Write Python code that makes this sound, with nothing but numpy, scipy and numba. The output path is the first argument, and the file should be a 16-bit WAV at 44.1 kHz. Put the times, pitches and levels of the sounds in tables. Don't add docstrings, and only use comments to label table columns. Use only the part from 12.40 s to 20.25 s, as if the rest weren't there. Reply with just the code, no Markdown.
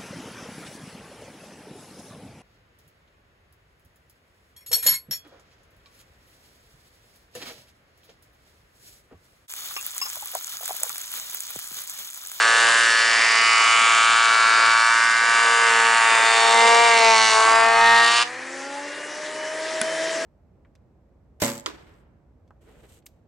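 import sys
import numpy as np
from scipy import signal
from scipy.io import wavfile
from scipy.ndimage import uniform_filter1d
from numba import njit

SR = 44100
rng = np.random.default_rng(int(sys.argv[2]) if len(sys.argv) > 2 else 0)


def unload_wav(signal):
    wavfile.write(
        sys.argv[1],
        SR,
        np.round(np.clip(np.atleast_2d(signal).T, -1, 1) * 32767).astype(np.int16),
    )


N = 346185
SECONDS = np.arange(N) / SR


# start_s, gain_db
CONTACT = [(5.8, 2.5), (5.83, 1), (5.85, -28), (5.9, -53)]
# start_s, gain_db
GRAIN = [(0, 1.5), (3, 2), (4.3, 5), (4.85, -1), (4.93, 5.5), (5.3, 1.5), (5.8, 0)]
# low_end_db, treble_db, top_db
CUT = [(0.0, -16.5, -17, -7.5, -13), (0.29, -18.5, -11.5, -4.5, -8), (0.43, -17, -30, -8, -10),
       (0.7, -20, -17.5, -7.5, -10.5), (1.38, -19, -18, -7, -10.5), (2.25, -16, -18.5, -9, -16),
       (2.55, -20, -26, -8.5, -11), (2.82, -20, -21, -9, -13), (2.96, -17, -23, -9.5, -13),
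       (3.8, -18.5, -8, -10, -10), (4.31, -16.5, -4, -6.5, -13), (4.5, -18, -4.5, -5, -12.5),
       (4.68, -20.5, 4, -3.5, -9.5), (4.88, -18, -8.5, -2, -9), (4.96, -16.5, -3.5, -9, -11.5),
       (5.09, -14, -8.5, -11.5, -15), (5.31, -18.5, -6.5, -10, -17), (5.65, -17.5, -9.5, -5, -12.5),
       (5.78, -18.5, -13, -1.5, -10)]
BOARD_CUT_HZ = 232


def cutting(turns):
    grain = from_db(in_time(GRAIN)[0])
    cut_db = in_time(CUT)
    blows = knife_blows(turns, grain)
    board = rings(turns) + board_resonances(blows, cut_db) + swells(blows)
    highpass = signal.butter(4, BOARD_CUT_HZ, "high", fs=SR, output="sos")
    out = signal.sosfilt(highpass, board) + chips(grain) + frame_shake(turns, cut_db)
    return from_db(in_time(CONTACT)[0]) * out


EDGE_LAG_MS = 0.041
TEAR_MS = 3.6


def knife_blows(turns, grain):
    count = int(2 * turns[-1])
    alike = knife_train(turns, np.ones(count))
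    unlike = knife_train(turns, (-1.) ** np.arange(count), EDGE_LAG_MS)
    uneven = knife_train(turns, rng.standard_normal(count))
    burst = signal.lfilter([1], [1, -np.exp(-1000 / (TEAR_MS * SR))], alike)
    torn = rms_one(burst * rng.standard_normal(N)) * np.std(alike)
    return np.array([alike, drawn_out(alike), unlike, drawn_out(unlike), grain * uneven, grain * torn])


def knife_train(turns, sizes, lag_ms=0.):
    at = np.interp(np.arange(len(sizes)) / 2, turns, np.arange(N)) + lag_ms * SR / 1000
    whole = np.minimum(at.astype(int), N - 2)
    out = np.zeros(N)
    out[whole] = sizes * (1 - at + whole)
    out[whole + 1] = sizes * (at - whole)
    return out


# path_ms, feedback_share
PATHS = [(.37, .85), (.83, .85), (1.61, .85)]


def drawn_out(x):
    for ms, share in PATHS:
        taps = np.zeros(round(ms * SR / 1000) + 1)
        taps[[0, -1]] = 1, -share
        x = signal.lfilter(taps[::-1], taps, x + 1e-18)
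    return x


# start_s, mismatch_0_to_1
MISMATCH = [(0, 0.77), (3.2, 0.92), (3.5, 0.75), (4.1, 0.74), (4.4, 0.46), (4.9, .2), (5.05, 0.26),
            (5.5, 0.2), (5.8, 0.6)]
# centre_hz, width_hz, level_db (against its part of the cut), mismatch_share_0_to_1,
# scatter_0_to_1, tearing_0_to_1, left_right_db, left_lead_ms, drawn_out_share_0_to_1
BOARD = [(444, 143, -10.5, 1, 0, 0.05, 1, 0.24, 0.63), (776, 255, -2, 0.45, 0.08, 0.03, 4, 0.15, 1),
         (1121.4, 350, -8.5, 0.62, 0.02, 0.07, 1, 0.013, 0.82),
         (1580, 320, -10.5, 0.91, 0.11, 0.03, 0.5, -0.0044, 0.85),
         (2138, 386, -12.5, 0.58, 0.01, 0.09, -3, -0.021, 0.7),
         (2760, 700, -4.5, 0.96, 0.11, 0.36, -2, -0.0025, 0.15),
         (3780, 820, -8, 1, 0.1, 0.25, -2.5, 0.019, 0.36),
         (4510, 1490, -6.5, .8, 0.05, 0.19, -1.5, 0.01, 0.46),
         (7060, 2400, -3, 0.95, 0.21, 0.38, -1.7, 0.0114, 0.44),
         (9120, 2600, -9, 0.5, 0.32, 0.62, -1, 0.0068, 0.4)]
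LOW_END_HZ, TREBLE_HZ, TOP_HZ = 850, 2400, 5400


def board_resonances(blows, cut_db):
    middle_db, low_db, treble_db, top_db = cut_db
    mismatch, = in_time(MISMATCH)
    out, cut = np.zeros((2, N)), slice(round(CONTACT[-1][0] * SR))
    for kind, (hz, _, level_db, mismatch_share, *_) in enumerate(BOARD):
        if hz < LOW_END_HZ:
            part_db = low_db
        elif hz > TOP_HZ:
            part_db = top_db
        else:
            part_db = treble_db if hz > TREBLE_HZ else 0
        rung = ring_board(blows, kind, np.full(cut.stop, hz), mismatch_share * mismatch[cut], cut)
        out[:, cut] += from_db(middle_db + part_db + level_db)[cut] * rung
    return out


# start_s, length_s, from_hz, to_hz, level_db, mismatch_0_to_1
SWELLS = [(-.4, 1.33, 504, 482, -38, 0.94), (-.6, 1.73, 1550, 1755, -23, 0.8), (0, 1.1, 2880, 2900, -35, 1),
          (0.398, 1.45, 1890, 2265, -24, 0.53), (0.396, 0.97, 4700, 4800, -31, 0.6),
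          (.9, 1.74, 1210, 1310, -24, 0.2), (1.195, 0.75, 3020, 3050, -29.5, 1),
          (1.396, 2.56, 1560, 1580, -26, 0.9), (1.605, 1.6, 4360, 5360, -43, 0.4),
          (2.395, 0.75, 1940, 2200, -30, 0), (2.195, 0.55, 1050, 1030, -26.5, 0.25),
          (2.742, 0.75, 870, 875, -29.5, 0.25), (2.883, 1.0, 2710, 2660, -34.5, 0.6),
          (3.194, 1.23, 1980, 1910, -24, 0.54), (3.244, 0.78, 980, 944, -24.5, 0.26),
          (3.79, 0.55, 3600, 3570, -35, .4), (3.91, 0.76, 931.4, 890, -18.5, 0.03),
          (4.137, 0.39, 493, 495, -27, 0.07), (4.206, 0.79, 2170, 2040, -23.5, 0.4),
          (4.26, 0.39, 1570, 1620, -33, .05), (4.5, .6, 3940, 4240, -28, 1),
          (4.6, 0.3, 950, 950, -19.5, 0.24), (4.883, 0.42, 1070, 1090, -25, 0.52),
          (5.055, 0.64, 776, 816, -25.5, 0.43), (5.04, 0.78, 1730, 1750, -22.5, 0.29),
          (5.4, 0.42, 3820, 4270, -31, 0), (5.45, 0.44, 939, 1000, -32, 0.7),
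          (4.55, 0.51, 5440, 5830, -28, 0.97), (0.105, 0.54, 8250, 7600, -35.5, 0.5),
          (1.097, 0.79, 6540, 7700, -40, 0.3), (3.81, 0.89, 7300, 6790, -39.5, 0.94),
          (5.553, 0.84, 2790, 3020, -35, 1)]
SWELL_SHARPNESS = 0.68


def swells(blows):
    out = np.zeros((2, N))
    for start_s, length_s, from_hz, to_hz, level_db, mismatch in SWELLS:
        span = slice(max(round(start_s * SR), 0), round((start_s + length_s) * SR))
        done = np.clip((SECONDS[span] - start_s) / length_s, 0, 1)
        kind = np.argmin([abs(np.log(row[0] / from_hz)) for row in BOARD])
        gain = from_db(level_db) * np.sin(np.pi * done) ** SWELL_SHARPNESS
        hz = from_hz + (to_hz - from_hz) * done
        out[:, span] += gain * ring_board(blows, kind, hz, mismatch, span)
    return out


PATH_WANDER_RAD, PATH_WANDER_HZ = 2.25, 0.77


def ring_board(blows, kind, hz, mismatch, span):
    width_hz, _, _, scatter, tearing, pan_db, lead_ms, drawn = BOARD[kind][1:]
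    alike, alike_late, unlike, unlike_late, uneven, torn = blows[:, span]
    mismatch, drawn = np.clip(mismatch, 0, 1), np.clip(drawn, 0, 1)
    direct = 1 - drawn
    drawn = drawn * np.cos(PATH_WANDER_RAD * direct ** 2 * drift(PATH_WANDER_HZ)[span])
    force = np.sqrt(1 - mismatch ** 2) * (direct * alike + drawn * alike_late)
    force += mismatch * (direct * unlike + drawn * unlike_late)
    force += scatter * uneven + tearing * torn
    twice_cos, r = 2 * np.cos(2 * np.pi * hz / SR), np.exp(-np.pi * width_hz / SR)
    rung = glide(glide(force, twice_cos, r), twice_cos, r)
    rung = rung / np.sqrt(uniform_filter1d(rung ** 2, size=4410) + 1e-9)
    samples = np.arange(len(rung))
    lagged = np.interp(samples - lead_ms * SR / 1000, samples, rung)
    polarity = (-1) ** kind
    return polarity * np.array([rung, lagged]) * from_db([[pan_db / 2], [-pan_db / 2]])


@njit
def glide(x, twice_cos, r):
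    y = np.zeros(len(x))
    for i in range(2, len(x)):
        y[i] = x[i] - x[i - 2] + r * twice_cos[i] * y[i - 1] - r * r * y[i - 2]
    return y


# start_s, length_s, multiple, level_db
RINGS = [(0.32, 0.54, 10, -29.5), (0.907, 0.94, 11, -25.5), (0.933, 0.48, 26, -30.5),
         (1.645, 0.95, 20, -30.5), (1.928, 0.43, 39, -35.5), (2.308, 0.32, 10, -37), (2.42, 0.47, 42, -45),
         (2.823, 0.7, 18, -25.5), (2.95, 0.62, 4, -33), (3.61, 0.63, 32, -31.5), (3.85, 0.19, 39, -34),
         (3.853, 0.36, 7, -39), (3.92, 0.6, 48, -35), (4.15, 0.2, 18, -22), (4.54, 0.31, 7, -29),
         (5.15, 0.43, 22, -28.5), (5.295, 0.33, 11, -28), (5.386, 0.17, 8, -21.5), (5.447, 0.19, 16, -24)]


def rings(turns):
    out = np.zeros(N)
    for (start_s, length_s, multiple, level_db), phase_turns in zip(RINGS, rng.random(len(RINGS))):
        span = slice(max(round((start_s - .06) * SR), 0), round((start_s + length_s + 0.093) * SR))
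        wave = np.sin(2 * np.pi * (multiple * turns[span] + phase_turns))
        out[span] += np.sqrt(2) * from_db(level_db) * signal.windows.tukey(len(wave), .55) * wave
    return placed(out, .2, .01)


# pitch_hz, relative_db
CHIPS = [(15, -72), (25, -40), (175, -42), (216, -13), (441, -8.5), (612, -1.5), (900, -0.5), (1070, -10),
         (1130, 5.5), (1300, 7), (1640, -6.5), (2500, 3), (3250, -42), (5500, -120)]
CHIPS_DB = -32


def chips(grain):
    return from_db(CHIPS_DB) * grain * banded_noise(CHIPS, patchy_db=2.6, shared_db=1.0)


# multiple, offset_db
SHAKE = [(1, -56.5), (2, -46), (3, -41.5)]
SHAKE_FOLLOWS = 0.27


def frame_shake(turns, cut_db):
    middle_db, low_db = cut_db[:2]
    follow_db = SHAKE_FOLLOWS * (middle_db + low_db)
    return sum(tone(turns, multiple, offset_db + follow_db, waver_db=3.5) for multiple, offset_db in SHAKE)


# start_s, gain_db
KNOCK = [(7.4146, -6.5)]
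# pitch_hz, level_db (against the blow), t60_s
KNOCK_MODES = [(235, -15, 0.067), (1510, -9, 0.036), (2020, -17, 0.043), (2420, -14, .03),
               (3420, -12, 0.017), (9800, -1, 0.0077)]
CRACK_DB, CRACK_MS = -3, 2.6


def knock():
    click = np.full(N, 1e-18)
    for start_s, gain_db in KNOCK:
        click[round(start_s * SR)] = from_db(gain_db)
    fade = np.exp(-1000 / (CRACK_MS * SR))
    crack = signal.lfilter([1], [1, -fade], click) * rng.standard_normal(N)
    out = from_db(CRACK_DB) * signal.lfilter(*signal.butter(2, 2500, "high", fs=SR), crack)
    for hz, level_db, t60_s in KNOCK_MODES:
        r, w = from_db(-60 / (t60_s * SR)), 2 * np.pi * hz / SR
        out += signal.lfilter([0, from_db(level_db) * np.sin(w)], [1, -2 * r * np.cos(w), r * r], click)
    return placed(signal.lfilter(*signal.butter(2, 220, "high", fs=SR), out), .3)


# start_s, turns_per_s
SPEED = [(0.0, 114.2), (0.34, 115.8), (0.58, 114.1), (1.03, 113.6), (1.78, 114.1), (2.1, 113.1),
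         (2.42, 114.3), (2.54, 115.2), (2.99, 116.0), (3.18, 115.9), (3.33, 114.6), (3.49, 114.6),
         (3.8, 112.9), (4.12, 114.5), (4.43, 116.9), (4.77, 111.3), (4.96, 110.4), (5.14, 112.8),
         (5.44, 115.2), (5.65, 116.0), (5.75, 117.6), (5.8, 118)]
FREE_TURNS_PER_S, RUN_UP_S = 168, .88


def head_speed():
    clear_s, loaded = SPEED[-1]
    lag = np.exp(-np.maximum(SECONDS - clear_s, 0) / RUN_UP_S)
    free = FREE_TURNS_PER_S - (FREE_TURNS_PER_S - loaded) * lag
    return np.where(SECONDS < clear_s, in_time(SPEED)[0], free)


# pitch_hz, relative_db
RUSH = [(290, -40), (500, -29), (612, -22), (709, -24), (837, -19), (960, -16.5), (1010, -3), (1230, -27),
        (1830, -9), (2200, -17.5), (2950, -33), (4500, -39), (5850, -71), (9900, -120)]
RUMBLE = [(15, -75), (25, -39), (107, -39), (151, -18), (204, -25), (321, -6.5), (479, -10), (600, -4),
          (780, -19), (1320, -120)]
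HISS = [(1760, -47), (3000, -5), (3840, -12), (5520, -9), (5970, -9.5), (6640, -6), (7180, -11.5),
        (10400, -19.5), (11400, -25), (14800, -55), (22000, -120)]
# free_speed_db (under the board), loss_db (per turn/s below free), lifted_gain_db (board away)
RUSH_LEVEL = (-34.5, 0.0043, 4.3)
RUMBLE_LEVEL = (-38, 0.22, 3)
HISS_LEVEL = (-38, 0.075, 5)
LIFT_S, LIFT_TAKES_S = 7.01, 0.43
# head_multiple, level_db (against the air rush)
WHINE = [(1, -31), (2.62, -16.5), (10, -15.5), (19.14, -14), (31.9, -28.5), (34, -20), (38.3, -30),
         (68, -31)]
# pitch_hz, level_db
HOOD = [(250, -54), (270, -39.5), (288, -43), (302, -55), (325, -42.5), (510, -45), (565, -37), (605, -35),
        (648, -29), (790, -49), (853, -34.5), (878, -48), (950, -41.5), (975, -43), (1060, -53),
        (1266, -44.5), (1310, -48)]
SIREN_MULTIPLES = [2, 4, 6, 8]


def motor(speed, turns):
    lifted = np.clip((SECONDS - LIFT_S) / LIFT_TAKES_S, 0, 1)
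    below_free = FREE_TURNS_PER_S - speed
    rush_db, rumble_db, hiss_db = [free_db - loss_db * below_free + lift_db * lifted
                                   for free_db, loss_db, lift_db in (RUSH_LEVEL, RUMBLE_LEVEL, HISS_LEVEL)]
    air = from_db(rush_db) * banded_noise(RUSH, patchy_db=0.9, shared_db=0.9)
    air += from_db(rumble_db) * banded_noise(RUMBLE, patchy_db=1.5, shared_db=-0.6)
    air += from_db(hiss_db) * banded_noise(HISS, patchy_db=2.0, shared_db=0.1)
    siren = sum(tone(turns, k, at_hz(HOOD, k * speed), waver_db=2.0) for k in SIREN_MULTIPLES)
    whine = sum(tone(turns, multiple, level_db + rush_db, waver_db=3.5) for multiple, level_db in WHINE)
    hood_open = np.clip(1 - from_db(in_time(CONTACT)[0] - CONTACT[0][1]), 0, 1)
    tones = placed(siren, 0.69, 0.054) + placed(whine, .8)
    return air * from_db([[.7], [-.7]]) + hood_open * tones


# left_ms, right_ms, level_db
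ECHOES = [(2.305, 2.6, -24.5), (5.885, 4, -20), (11.81, 7.3, -23), (19.75, 26, -19), (30.85, 50, -14),
          (48.3, 40, -33.5)]


def yard(x):
    dull = signal.lfilter(*signal.butter(1, 6000, fs=SR), x.mean(axis=0))
    out = np.zeros((2, N))
    for *ms, level_db in ECHOES:
        for side, lag in enumerate(np.round(np.array(ms) * SR / 1000).astype(int)):
            out[side, lag:] += from_db(level_db) * dull[:N - lag]
    return out


# pitch_hz, left_right_likeness
LIKENESS = [(60, 0.85), (220, 1), (810, 0.97), (2980, 0.91), (11000, 0.86)]


def banded_noise(spectrum, patchy_db, shared_db):
    out, together = 0, shared_db * drift(3)
    edges = 25 * 2 ** np.arange(0, 9, 1 / 3)
    inside = edges[(edges >= spectrum[0][0] * .8) & (edges <= spectrum[-1][0] * 1.2)]
    white = rng.standard_normal((2, 2, N))
    for k, (low, high) in enumerate(zip(inside, inside[1:])):
        band = signal.butter(2, [low, high], "band", fs=SR, output="sos")
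        mid, side = signal.sosfilt(band, white[k % 2])
        hz = np.sqrt(low * high)
        alike = np.clip(at_hz(LIKENESS, hz), -1, 1)
        gain = from_db(at_hz(spectrum, hz) + patchy_db * drift(8.9) + together)
        out = out + gain * (np.sqrt(1 + alike) * mid + np.sqrt(1 - alike) * side * [[1], [-1]])
    return rms_one(out)


def tone(turns, multiple, level_db, waver_db):
    phase = 2 * np.pi * (multiple * turns + rng.random()) + 0.27 * drift(6.4)
    return np.sqrt(2) * from_db(level_db + waver_db * drift(3.1)) * np.sin(phase)


def drift(rate_hz):
    r = np.exp(-80 * np.pi * rate_hz / SR)
    noise = rng.standard_normal(N // 40 + 2002)
    slow = signal.lfilter([1], [1, -2 * r, r * r], noise)[2000:]
    return np.interp(np.arange(N) / 40, np.arange(len(slow)), rms_one(slow))


def placed(x, pan_db, lead_ms=0.):
    return np.array([x, late(x, lead_ms)]) * from_db([[pan_db / 2], [-pan_db / 2]])


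def late(x, ms):
    return np.interp(SECONDS - ms / 1000, SECONDS, x)


def in_time(rows):
    start_s, *columns = np.transpose(rows)
    return [np.interp(SECONDS, start_s, column) for column in columns]


def at_hz(points, hz):
    points_hz, values = np.array(points).T
    return np.interp(np.log(hz), np.log(points_hz + 1), values)


def from_db(db):
    return 10 ** (np.asarray(db) / 20)


def rms_one(x):
    return x / np.sqrt(np.mean(x ** 2) + 1e-20)


def scene():
    speed = head_speed()
    turns = np.cumsum(speed) / SR
    struck = cutting(turns) + knock()
    return struck + yard(struck) + motor(speed, turns)


CUTOFF_HZ = 11550


def record(dry):
    rounded = 0.68 * np.tanh(dry / 0.89)
    return signal.sosfilt(signal.cheby2(22, 70, CUTOFF_HZ, fs=SR, output="sos"), rounded)


dry = scene()
out = record(dry)
unload_wav(out)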